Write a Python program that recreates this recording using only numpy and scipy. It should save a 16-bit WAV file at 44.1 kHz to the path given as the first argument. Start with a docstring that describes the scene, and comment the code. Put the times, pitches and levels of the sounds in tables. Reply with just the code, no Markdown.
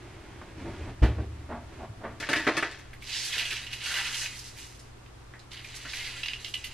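"""A tiled nook, close to a front-loading washer, heard on a stereo microphone pair.
Straight ahead, someone kneels and pushes clothes into the drum, which booms once on its springs.
Slightly to the right a plastic drawer rattles open along its rails; then a thin plastic bag is
rummaged, crinkling as the film buckles and snapping at its creases. The close walls add a short
echo, and a faint appliance hum and room noise lie underneath."""
import sys
import numpy as np
from scipy import signal
from scipy.fft import rfft, irfft, next_fast_len
from scipy.io import wavfile
from scipy.ndimage import uniform_filter1d, map_coordinates

SR = 44100
rng = np.random.default_rng(int(sys.argv[2]) if len(sys.argv) > 2 else 0)


def generate_wav(sig):
    """Save sig (samples, or channels by samples) to the path in sys.argv[1] as 16-bit PCM at SR."""
    pcm = np.round(np.clip(np.atleast_2d(sig).T, -1, 1) * 32767).astype(np.int16)
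    wavfile.write(sys.argv[1], SR, pcm)


N = 296793
TIME = np.arange(N) / SR

# Creases snapping through. Each row: start in seconds, level in dB, ring in Hz, treble tick in dB,
# rise in seconds, t60 in seconds.
CREASE_SNAPS = [(2.931, -38, 2030, -13, 0.0025, 0.039), (3.022, -36, 2340, -11, 0.0024, 0.022),
                (3.321, -24.5, 3300, -24, 0.0061, 0.1), (3.3794, -21.5, 2920, -13, 0.0033, 0.063),
                (3.3928, -22.5, 2730, -27, 0.0027, 0.036), (3.4527, -25.5, 2830, -29, .002, 0.054),
                (3.5042, -24, 2560, -13, 0.0042, 0.082), (3.527, -27.5, 3430, -11, .004, .04),
                (3.5583, -26.5, 2600, -22, 0.0055, 0.11), (3.6643, -32.5, 2780, -19, .008, 0.04),
                (3.729, -26, 2700, -14.5, 0.0017, 0.045), (3.8579, -26, 2800, -11, .004, .035),
                (3.9405, -22, 2910, -15, .002, .025), (3.968, -29, 2300, -7, .002, 0.033),
                (4.143, -26.5, 3130, -10, 0.0018, 0.032), (4.2573, -25.5, 2500, -23, 0.0019, 0.029),
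                (4.39, -36.5, 5030, -8, .002, .03), (4.5662, -43.5, 2520, -2, .004, 0.086),
                (4.583, -41, 2400, -2, 0.0036, 0.063), (4.747, -51, 3200, -4, .002, .03),
                (5.06, -48, 2700, -19, .003, 0.027), (5.3917, -45.5, 3960, -26, .003, 0.037),
                (5.516, -36.5, 3250, -22, .001, 0.025), (5.569, -36.5, 3020, -28, .004, .04),
                (5.6433, -32.5, 2370, -16, 0.0017, 0.059), (5.9327, -26.5, 2280, -30, 0.0016, 0.04),
                (6.2314, -22.5, 2710, -23, 0.002, 0.045), (6.2585, -25.5, 2700, -22, 0.0013, 0.024),
                (6.2826, -22.5, 2580, -33, 0.00063, 0.021), (6.2896, -37, 3020, -30, .002, 0.035),
                (6.3335, -22.5, 2760, -38, 0.00089, 0.034), (6.446, -24, 3080, -21, .0012, 0.017),
                (6.481, -46.5, 3530, 4, 0.0018, 0.02), (6.539, -21, 2930, -18.5, 0.0022, 0.031),
                (6.6407, -27, 2800, -8.5, 0.003, .045)]
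# Modes of the bag's taut film. Each row: pitch in Hz, level in dB, t60 in seconds.
FILM_MODES = [(2000, -4, .15), (2250, -9, .08), (2540, -2, .12), (2840, 0, .17), (3200, -1, .09),
              (3930, -5, .13), (4880, -9, .1)]
FILM_WAVER = .01  # pitch wander, as a share of the pitch
# Spectrum of the bag's rustle. Each row: frequency in Hz, level in dB.
BAG_COLOUR = [(400, -13.5), (700, -19), (1100, -8.5), (1500, 6.5), (2000, 4.5), (2800, 4), (3600, -1),
              (5200, -3.5), (7500, -12.5), (11000, -19.5), (12500, -23), (14000, -44)]


def drum():
    """A padded push sets the drum booming on its springs and clanks the shell around it."""
    # Each row: start in seconds, boom peak in dB, lift of the modes above 90 Hz in dB, shell level in dB.
    blows = [(1.0207, -7, 0, -26), (1.1133, -24, 4.5, -52), (1.163, -48, 0, -44), (1.1904, -24.5, 4.5, -39),
             (1.8868, -31.5, 17, -60)]
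    # The sprung drum and the sheet-metal shell. Each row: pitch in Hz, level in dB, t60 in seconds.
    drum_modes = [(51.1, -9, 0.5), (60.5, 11.5, 0.14), (74.74, -16.5, 1.9), (106.3, -13, 0.63),
                  (115.1, -1.5, 0.18), (167, -18, 0.33)]
    shell_modes = [(213, 8, 0.19), (308.6, 13.5, 0.15), (356, 6, 0.16), (470, 6, 0.16), (598, -1.5, 0.26),
                   (1190, -26, .17), (1550, -3, 0.18), (1680, -20, 0.16), (1890, -17, 0.095),
                   (2250, -16, 0.06), (2334, -8, 0.28), (2650, -19, 0.18)]
    # The slap on the shell. Each row: frequency in Hz, level in dB.
    slap_colour = [(150, 9), (400, 31.5), (900, 6), (2200, 11), (4000, 4), (6000, -7.5), (8000, -22),
                   (13000, -33)]
    rise_s, lead_s = .014, .003  # the heavy tub is slow to get moving, and starts just before the clank
    out, t = np.zeros(N), TIME[:SR * 2]
    for start, db, upper_db, shell_db in blows:
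        ring = sum(undb(mode_db + upper_db * (hz > 90)) * np.sin(2 * np.pi * hz * t) * fade(t, t60)
                   for hz, mode_db, t60 in drum_modes)
        boom = band(ring * onset(t, rise_s), 27, "high")
        add(out, start - lead_s, undb(db) * boom / np.abs(boom).max())
        clank = sum(undb(mode_db) * np.sin(2 * np.pi * (hz * t + rng.random())) * fade(t, t60)
                    for hz, mode_db, t60 in shell_modes)
        slap = colour(noise_burst(t, rise=0.009, t60=0.4), slap_colour)
        add(out, start, undb(shell_db) * (crest(clank * onset(t, 0.013)) + undb(-6.5) * crest(slap)))
    return out


def clothes():
    """Fabric rubs in small slips, stirs the drum, and lands in soft bundles that ring the air inside."""
    # Armfuls shoved along the drum wall. Each row: start and length in seconds, rub and rumble in dB.
    shoves = [(0.0, 0.52, -51.5, -49.5), (0.597, 0.31, -46.5, -37.5), (1.017, 0.18, -54.5, -39),
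              (1.33, 0.32, -56.5, -46), (1.721, 0.12, -51, -47), (1.986, 0.23, -57.5, -47.5)]
    # Bundles landing. Each row: start in seconds, level in dB, swell and t60 in seconds, low-pass in Hz.
    landings = [(0.414, -43, 0.0018, 0.063, 1890), (0.646, -41, 0.028, 0.2, 816),
                (0.862, -46, 0.027, 0.092, 1320), (1.021, -29, 0.02, 0.19, 5500),
                (1.182, -39.5, .003, 0.17, 980), (1.487, -35, 0.045, 0.23, 1190),
                (1.785, -40.5, 0.064, 0.077, 900), (2.006, -46, .012, 0.33, 1110),
                (2.035, -34.5, 0.016, 0.2, 1640)]
    # Spectra of the rub, the drum's rumble and a landing. Each row: frequency in Hz, level in dB.
    rub_colour = [(120, -47), (200, -60), (239, -18), (360, 4.5), (461, -11), (694, -7.5), (1200, -14),
                  (2170, -12.5), (11100, -41), (14000, -82)]
    rumble_colour = [(18, -25), (30, -1.5), (65, 3), (86, 9.5), (120, -1), (151, -10.5), (195, -6.5),
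                     (221, -14), (260, -4.5), (340, -5), (570, -120)]
    pat_colour = [(90, -27), (230, 9.5), (330, 3.5), (520, 2.5), (900, 2), (1300, 0.5), (1900, -4),
                  (3000, -3.5), (6000, -14), (13000, -13)]
    # Resonances of the air in the drum. Each row: centre in Hz, width in Hz, gain in dB.
    cavity = [(236.5, 8.2, 11), (372, 160, -5), (675, 67, 10), (867, 81, 7), (1150, 59, 5.5), (1470, 90, 4),
              (1810, 390, 6)]
    rub = unit(colour(grains(rate=4200, spread_db=-2.0), rub_colour)) * undb(0.5 * walk(41.3))
    rumble = unit(colour(rng.standard_normal(N), rumble_colour))
    out, t = np.zeros(N), TIME[:SR // 2]
    attack_s = 0.06
    for start, length, rub_db, rumble_db in shoves:
        push = stroke(start - attack_s, length + attack_s, attack_s, t60=0.19)
        out += push * (undb(rub_db) * rub + undb(rumble_db) * rumble)
    for start, db, swell, t60, dull_hz in landings:
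        pat = band(colour(rng.standard_normal(len(t)), pat_colour), dull_hz, "low")
        pat = pat * np.minimum(t / swell, 1) ** 0.5 * fade(np.maximum(t - swell, 0), t60)
        air = sum(undb(gain_db) * resonate(pat, hz, width) for hz, width, gain_db in cavity)
        add(out, start, undb(db) * crest(pat + air, size=1100))
    return out


def drawer():
    """Loose plastic scrapes and chatters on its rails: each knock is a rattle into the drawer's modes."""
    # Knocks along the rails, then light brushes. Each row: start in seconds, level in dB, rattle in
    # seconds, treble in dB, body in dB, box mode in Hz (it shifts with the grip and the drawer's travel).
    knocks = [(2.2008, -36, 0.017, 5, -1, 360), (2.226, -31, 0.022, -9.5, -6.5, 365),
              (2.289, -25.5, 0.017, -2.5, 5, 347), (2.314, -29, 0.027, -0.5, 5.5, 360),
              (2.331, -19, 0.0066, -13, -15, 336), (2.358, -26, 0.072, -5.5, -3, 310),
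              (2.448, -36.5, 0.0087, -7, -5, 320), (2.4674, -20.5, 0.0065, -16, 7, 323),
              (2.475, -19, 0.0038, -16.5, -5, 322), (2.4841, -23.5, 0.0046, -22, 12, 317),
              (2.552, -35, 0.017, -22, 4, 350), (2.5678, -23, 0.029, -4, -2.5, 327),
              (2.626, -22, 0.0046, -19, 0, 346), (2.666, -47, 0.0089, -6, -2, 363),
              (2.713, -43.5, 0.02, 11, -18, 360), (2.787, -50, 0.008, 11, -16, 357),
              (3.366, -43.5, 0.0069, -25, 28, 323), (3.413, -47.5, 0.011, -7, 13, 347),
              (3.523, -34, 0.0087, -16, -12, 340), (5.338, -41, 0.0034, -25, -8, 350),
              (5.85, -38, 0.012, -27, -9.5, 350)]
    # The hollow drawer. Each row: pitch in Hz, level in dB, t60 in seconds.
    drawer_modes = [(174, -16, .16), (232, -17, 0.2), (312, -5, .16), (404, -9, 0.16), (619, -3, .2),
                    (680, -8, .14), (921, -10, 0.16), (1140, -12, .15), (1280, -16, 0.15),
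                    (1455, -13, 0.13), (1730, 2, 0.13), (1845, 0, 0.15), (1950, -1, 0.14), (2120, 1, 0.08),
                    (2320, -5, .1), (2570, -3, 0.1)]
    # Spectrum of the cracks and the scrape. Each row: frequency in Hz, level in dB.
    crack_colour = [(200, -37.5), (320, 0.5), (490, -6), (680, -1), (820, -9), (1000, -5.5), (1900, 1.5),
                    (2900, -3), (5000, -7.5), (9000, -18.5), (12000, -22), (14000, -52)]
    contacts_per_s, box_db, box_t60 = 900, 5, .13
    out, t = np.zeros(N), TIME[:SR // 3]
    for start, db, rattle, treble_db, body_db, box_hz in knocks:
        touching = rng.random(len(t)) < contacts_per_s / SR
        contacts = touching * rng.standard_normal(len(t)) * np.exp(-(t / rattle) ** 2)
        contacts[0] = 1.3  # the opening hit
        ring = 0
        for hz, mode_db, t60 in [(box_hz, box_db, box_t60)] + drawer_modes:
            tone = np.sin(2 * np.pi * hz * (1 + 0.008 * rng.standard_normal()) * t) * fade(t, t60)
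            ring = ring + undb(mode_db + body_db * (hz < 1100)) * crest(excite(contacts, tone))
        crack = excite(contacts, rng.standard_normal(len(t)) * fade(t, 0.029))
        shudder = band(rng.standard_normal(len(t)), 9500, "low")  # the treble dies first
        crack = crack + crack.std() * 5.1 * shudder * fade(t, 0.19)
        tilt = [(100, body_db), (700, body_db), (1800, 0), (5000, treble_db), (14000, treble_db)]
        crack = colour(colour(crack, crack_colour), tilt)
        add(out, start, undb(db) * crest(crest(ring) + undb(3.0) * crest(crack)))
    scrape = unit(band(colour(grains(rate=1100, spread_db=2.0), crack_colour), 6000, "low"))
    return band(out, 110, "high") + scrape * sliding(knocks)


def sliding(knocks):
    """How hard the drawer scrapes: a steady pull, and a jolt from each knock on the way."""
    start, pull_s = knocks[0][0], 0.47
    pull = undb(-41.5) * stroke(start, pull_s, attack=0.003, t60=0.7)
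    jolts = [undb(db - 15.5) * stroke(s, length=0.02, attack=0.02, t60=0.091)
             for s, db, *_ in knocks if s < start + pull_s]
    return np.max([pull] + jolts, axis=0)


def bag(effort, slip, tension):
    """A handful of thin film buckles in swarms of clicks, rings when taut and hisses over itself."""
    grip = undb(2.2 * walk(32))
    pace = np.clip((effort + slip) / undb(-33), .3, 1)  # gentle handling gives fewer clicks
    buckles = 0
    for hz in np.geomspace(700, 11000, 9):  # creases of each size come in their own flurries
        flurry = grains(rate=760 * pace, spread_db=3.4) / np.sqrt(pace) * undb(3.0 * walk(35))
        buckles = buckles + resonate(flurry, hz, hz / 2.9)
    crackle = undb(-6) * grains(rate=70, spread_db=2.5)  # lone clicks from larger creases
    creases = colour((unit(buckles) + crackle) * grip, BAG_COLOUR)
    ring = sum(undb(db) * resonate(creases, hz, hz / 22) for hz, db, _ in FILM_MODES)
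    # the film's pitch wavers as the hands bend it
    ring = map_coordinates(ring, [np.cumsum(1 + FILM_WAVER * walk(9))], mode="mirror")
    ring_gain = undb(10) * tension
    rustle = unit(band(creases, [1850, 5000], "band", order=6))
    crinkle = (rustle + ring_gain * unit(ring)) / np.sqrt(1 + ring_gain ** 2)
    hiss = unit(band(creases, 5360, "high", order=4))
    # the bag's mouth gapes during the pull, so it sounds hollower
    gape = stroke(start=3.76, length=0.2, attack=0.35, t60=0.78)
    hollow = undb(-20) * unit(band(creases, 1004, "low", order=6)) * (1 + 0.84 * gape)
    mouth = undb(-9.5) * gape * unit(band(creases, [1020, 1850], "band", order=3))
    return effort * (undb(-3) * crinkle + hollow + mouth) + slip * undb(-3) * hiss


def handling():
    """Gains of the bag's crinkle and hiss as it is grabbed, pulled open, then haltingly rummaged."""
    # Each row: time in seconds, handling effort in dB, film-on-film hiss against it in dB.
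    grab = [(3.0, -57.5, -6), (3.07, -44, -3.5), (3.15, -39, -3), (3.25, -43.5, 4), (3.3, -35.5, -4),
            (3.345, -32.5, -8), (3.37, -31.5, -8.5), (3.395, -31, -8), (3.44, -38, -8), (3.48, -36.5, -7),
            (3.58, -44.5, -5), (3.645, -42, -9.5), (3.7, -50, -9)]
    pull = [(3.704, -45, -6), (3.745, -44, -6), (3.79, -46, -5), (3.866, -36.5, -4.5), (3.99, -31, -9.5),
            (4.1, -38.5, -5), (4.17, -39, 0.5), (4.23, -37, -2), (4.352, -47.5, -1), (4.45, -47.5, 1.5),
            (4.54, -60, 0), (4.599, -52, 1.5), (4.9, -68.5, 0)]
    rummage = [(5.509, -48, -6), (5.58, -45.5, -15), (5.62, -54.5, -6), (5.72, -46.5, -7.5),
               (5.85, -48.5, -6), (5.957, -40, -4), (6.14, -40, -10.5), (6.2, -43, -8), (6.3, -43, -11.5),
               (6.41, -50.5, -5), (6.52, -59, 1), (6.6, -48, -6), (6.73, -50, -9)]
    moves = [grab, pull, rummage]
    effort = np.max([curve(move) for move in moves], axis=0)
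    slip = np.max([curve(move) * curve(move, column=2) for move in moves], axis=0)
    dip_db, dip_s = -0.5, 0.01  # the film sticks just before a crease gives way
    stuck = np.max([np.exp(-((TIME - s) / dip_s) ** 2) * (TIME < s) for s, *_ in CREASE_SNAPS], axis=0)
    return np.array([effort, slip]) * undb(dip_db * stuck)


def film_tension():
    """Tautness 0-1: the film tightens just before a snap, more for a loud one, then slackens."""
    fully_taut_db, tighten_s = -18.5, 0.41
    tension = np.zeros(N)
    for start, db, *_ in CREASE_SNAPS:
        taut = undb(2.17 * min(db - fully_taut_db, 0))
        tension = np.maximum(tension, taut * stroke(start - tighten_s, tighten_s, tighten_s, t60=6.5))
    return tension


def snaps(tension):
    """A stiff crease flips over with a crack and a bright tick; the film's modes near its pitch ring on."""
    # A snap's spectrum. Each row: multiple of its ring frequency, level in dB.
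    snap_colour = [(.2, -25), (.55, -13.5), (.69, 0), (.83, 0.5), (1, 10), (1.08, 6), (1.2, 2.5),
                   (1.4, -1.5), (2.2, -11), (4.5, -43)]
    ratios, gains_db = np.transpose(snap_colour)
    out, t = np.zeros(N), TIME[:8192]
    for start, db, hz, treble_db, rise, t60 in CREASE_SNAPS:
        crack = colour(noise_burst(t, rise, t60), np.transpose([ratios * hz, gains_db]))
        ping = np.sin(2 * np.pi * hz * t) * fade(t, 0.016) * onset(t, 0.001)
        ring = 0
        for mode_hz, mode_db, mode_t60 in FILM_MODES:
            gain = undb(mode_db + np.interp(mode_hz / hz, ratios, gains_db) / 2)
            bent_hz = mode_hz * (1 + FILM_WAVER * rng.standard_normal())
            ring = ring + gain * fade(t, mode_t60) * np.sin(2 * np.pi * bent_hz * t)
        ringing = 1.3 * crest(ping) + undb(-4) * crest(ring * onset(t, .004))
        snap = crest(crest(crack) + tension[int(start * SR)] * ringing)
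        tick = band(noise_burst(t, rise=0.0091, t60=0.057), [5500, 12600], "band", order=4)
        add(out, start, undb(db - 5) * (snap + undb(treble_db - 5.5) * crest(tick)))
    return out


def scuffs():
    """A fold of the bag catches and drags over another: a short, scratchy run of tiny slips."""
    # Each row: start in seconds, length in seconds, level in dB, centre in Hz.
    drags = [(3.061, 0.048, -43.5, 3350), (3.114, 0.044, -36, 3820), (3.158, 0.1, -37, 4470),
             (3.241, 0.023, -38, 7500), (3.331, 0.017, -35, 3300), (3.393, 0.022, -32, 2960),
             (3.802, 0.02, -38, 2700), (3.88, 0.016, -48, 2700), (4.038, 0.041, -35.5, 2870),
             (4.167, 0.05, -42, 6500), (4.79, 0.0097, -53, 7650), (5.748, 0.019, -44.5, 7450),
             (5.807, 0.026, -61, 2930), (5.885, 0.015, -42, 4270), (6.04, 0.0099, -36.5, 2880),
             (6.186, 0.0095, -48, 2800), (6.458, 0.025, -44.5, 3360), (6.653, 0.018, -47, 5000),
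             (6.702, 0.0098, -52, 2600)]
    out = np.zeros(N)
    slips = colour(grains(rate=4000, spread_db=2.2), BAG_COLOUR)
    for start, length, db, hz in drags:
        span = slice(int(start * SR), int(start * SR) + 8192)
        drag = stroke(start, length, attack=0.0064, t60=0.073)[span]
        add(out, start, undb(db) * drag * unit(band(slips[span], [hz / 1.28, hz * 1.6], "band")))
    return out


def nook(x, wet_db, t60):
    """Direct sound and echo off the close walls; the two microphones differ mostly in the treble."""
    # Stereo width at the pair. Each row: frequency in Hz, side gain in dB.
    width = [(60, -82), (130, -64), (300, -47), (1000, -23), (2200, -36), (3000, -14), (4500, -4.5),
             (8000, 1), (11000, 5)]
    t, wet = TIME[:SR // 2], undb(wet_db)
    decay = fade(t, t60) * (t > .004)
    mid_tail, side_tail = (unit(rng.standard_normal(len(t)) * decay) / np.sqrt(len(t)) for _ in range(2))
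    mid = x + wet * excite(x, mid_tail)
    # a small lag between the ports puts their difference a quarter cycle ahead
    ahead = -signal.hilbert(x, next_fast_len(N)).imag[:N]
    side = 0.18 * ahead + 1.08 * excite(x, casing_scatter(t60=0.0032)) + wet * excite(x, side_tail)
    hz, db = np.transpose(width)
    size = next_fast_len(N + SR // 2)
    log_hz = np.log(np.maximum(np.fft.rfftfreq(size, 1 / SR), 1))
    side = irfft(rfft(side, size) * undb(np.interp(log_hz, np.log(hz), db)), size)[:N]
    return np.array([mid - side, mid + side]) / np.sqrt(1 + wet ** 2)


def casing_scatter(t60, size=8192):
    """A diffuse burst of reflections off the microphone casing that keeps the colour of the sound."""
    envelope = fade(TIME[:size], t60)
    burst = rng.standard_normal(size) * envelope
    for _ in range(6):  # flatten the spectrum, then restore the decay
        burst = irfft(np.exp(1j * np.angle(rfft(burst)))) * np.sqrt(envelope)
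    return burst / np.linalg.norm(burst)


def room_tone():
    """Steady noise, wide and uncorrelated between the two channels, and a centred appliance hum."""
    # The noise's spectrum, and its side against mid. Each row: frequency in Hz, level in dB.
    noise_colour = [(12, 6), (20, -17), (43, -6), (66, -5), (87, -6.5), (121, -9), (151, -18), (357, -16),
                    (409, -17.5), (457, -20.5), (511, -22.5), (713, -22.5), (1080, -22), (9000, -40.5),
                    (13100, -50), (14700, -74)]
    noise_width = [(60, -47), (125, -13), (230, -1), (500, -1), (2500, -1.5), (9000, 1.5)]
    # A fridge or fan motor turning, and mains buzz. Each row: pitch in Hz, level in dB.
    hum_tones = [(54, -58.5), (119.7, -55.5)]
    mid, side = (unit(colour(rng.standard_normal(N), noise_colour)) for _ in range(2))
    side = colour(side, noise_width)
    hum = sum(undb(db) * np.sqrt(2) * np.sin(2 * np.pi * hz * TIME) for hz, db in hum_tones)
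    return undb(-51) * np.array([mid + side, mid - side]) + hum * undb(0.44 * walk(8.2))


def undb(db):
    """Decibels to gain."""
    return 10 ** (np.asarray(db) / 20)


def unit(x):
    """Scale to rms 1."""
    return x / np.sqrt(np.mean(x ** 2) + 1e-20)


def crest(x, size=220):
    """Scale so that the loudest stretch of `size` samples has rms 1."""
    return x / np.sqrt(uniform_filter1d(x ** 2, size).max() + 1e-20)


def curve(table, column=1):
    """Gain over time from a dB column."""
    rows = np.array(table)
    return undb(np.interp(TIME, rows[:, 0], rows[:, column], left=-120, right=-120))


def colour(x, points, size=8192):
    """Minimum-phase filter through (Hz, dB) points, rolling off below the first."""
    hz, db = np.transpose(points)
    log_hz = np.log(np.maximum(np.arange(size // 2 + 1) * SR / size, 1))
    skirt_db = 40 * np.minimum(log_hz - np.log(hz[0]), 0).clip(-2)
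    cepstrum = irfft(np.log(undb(np.interp(log_hz, np.log(hz), db) + skirt_db)))
    cepstrum[1:size // 2] *= 2
    cepstrum[size // 2 + 1:] = 0
    return excite(x, irfft(np.exp(rfft(cepstrum))))


def excite(x, response):
    """Play x through an impulse response, keeping its length."""
    return signal.fftconvolve(x, response)[:len(x)]


def band(x, hz, kind, order=2):
    """Butterworth filter."""
    return signal.sosfilt(signal.butter(order, np.minimum(hz, SR / 2 - 1), kind, fs=SR, output="sos"), x)


def resonate(x, hz, width_hz):
    """One resonance, gain 1 at its centre."""
    return signal.lfilter(*signal.iirpeak(hz, hz / width_hz, fs=SR), x)


def onset(t, rise):
    """Exponential rise towards 1."""
    return 1 - np.exp(-t / rise)


def fade(t, t60):
    """Exponential decay of 60 dB in t60."""
    return np.exp(-np.log(1000) * t / t60)


def noise_burst(t, rise, t60):
    """White noise that swells and dies away."""
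    return rng.standard_normal(len(t)) * fade(t, t60) * onset(t, rise)


def stroke(start, length, attack, t60):
    """Envelope of one movement, timed in seconds: rise, hold, die away."""
    t = TIME - start
    return np.clip(t / attack, 0, 1) * fade(np.maximum(t - length, 0), t60)


def walk(rate):
    """Smooth random wander with spread near 1."""
    knots = rng.standard_normal(4096)
    return np.interp(TIME * rate, np.arange(len(knots)), knots)


def grains(rate, spread_db):
    """Random clicks of uneven size, `rate` a second on average."""
    chance, size, sign = rng.random(N), rng.exponential(size=N), rng.choice([-1, 1], N)
    return unit((chance < rate / SR) * sign * undb(spread_db * np.minimum(size, 4)))


def add(track, s, sound):
    """Mix a sound in at s seconds."""
    start = max(int(s * SR), 0)
    track[start:start + len(sound)] += sound[:N - start]


def scene():
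    """The washer straight ahead; the drawer and the bag, worked by two hands, slightly to the right."""
    washer = nook(clothes(), wet_db=-7, t60=0.37) + nook(drum(), wet_db=-19, t60=0.33)
    effort, slip = handling()
    tension = film_tension()
    hands = sum(nook(bag(effort, slip, tension), wet_db=1, t60=0.16) for _ in range(2))
    rattle = nook(drawer(), wet_db=-6.0, t60=0.084)
    folds = nook(snaps(tension) + scuffs(), wet_db=-3, t60=0.17)
    lean_right = undb([[-0.5], [0.5]])
    return washer + (rattle + hands + folds) * lean_right + room_tone()


def record(dry):
    """The recorder cuts the top steeply above 15.2 kHz."""
    return signal.sosfilt(signal.ellip(8, .2, 70, 15200, fs=SR, output="sos"), dry)


dry = scene()
out = record(dry)
generate_wav(out)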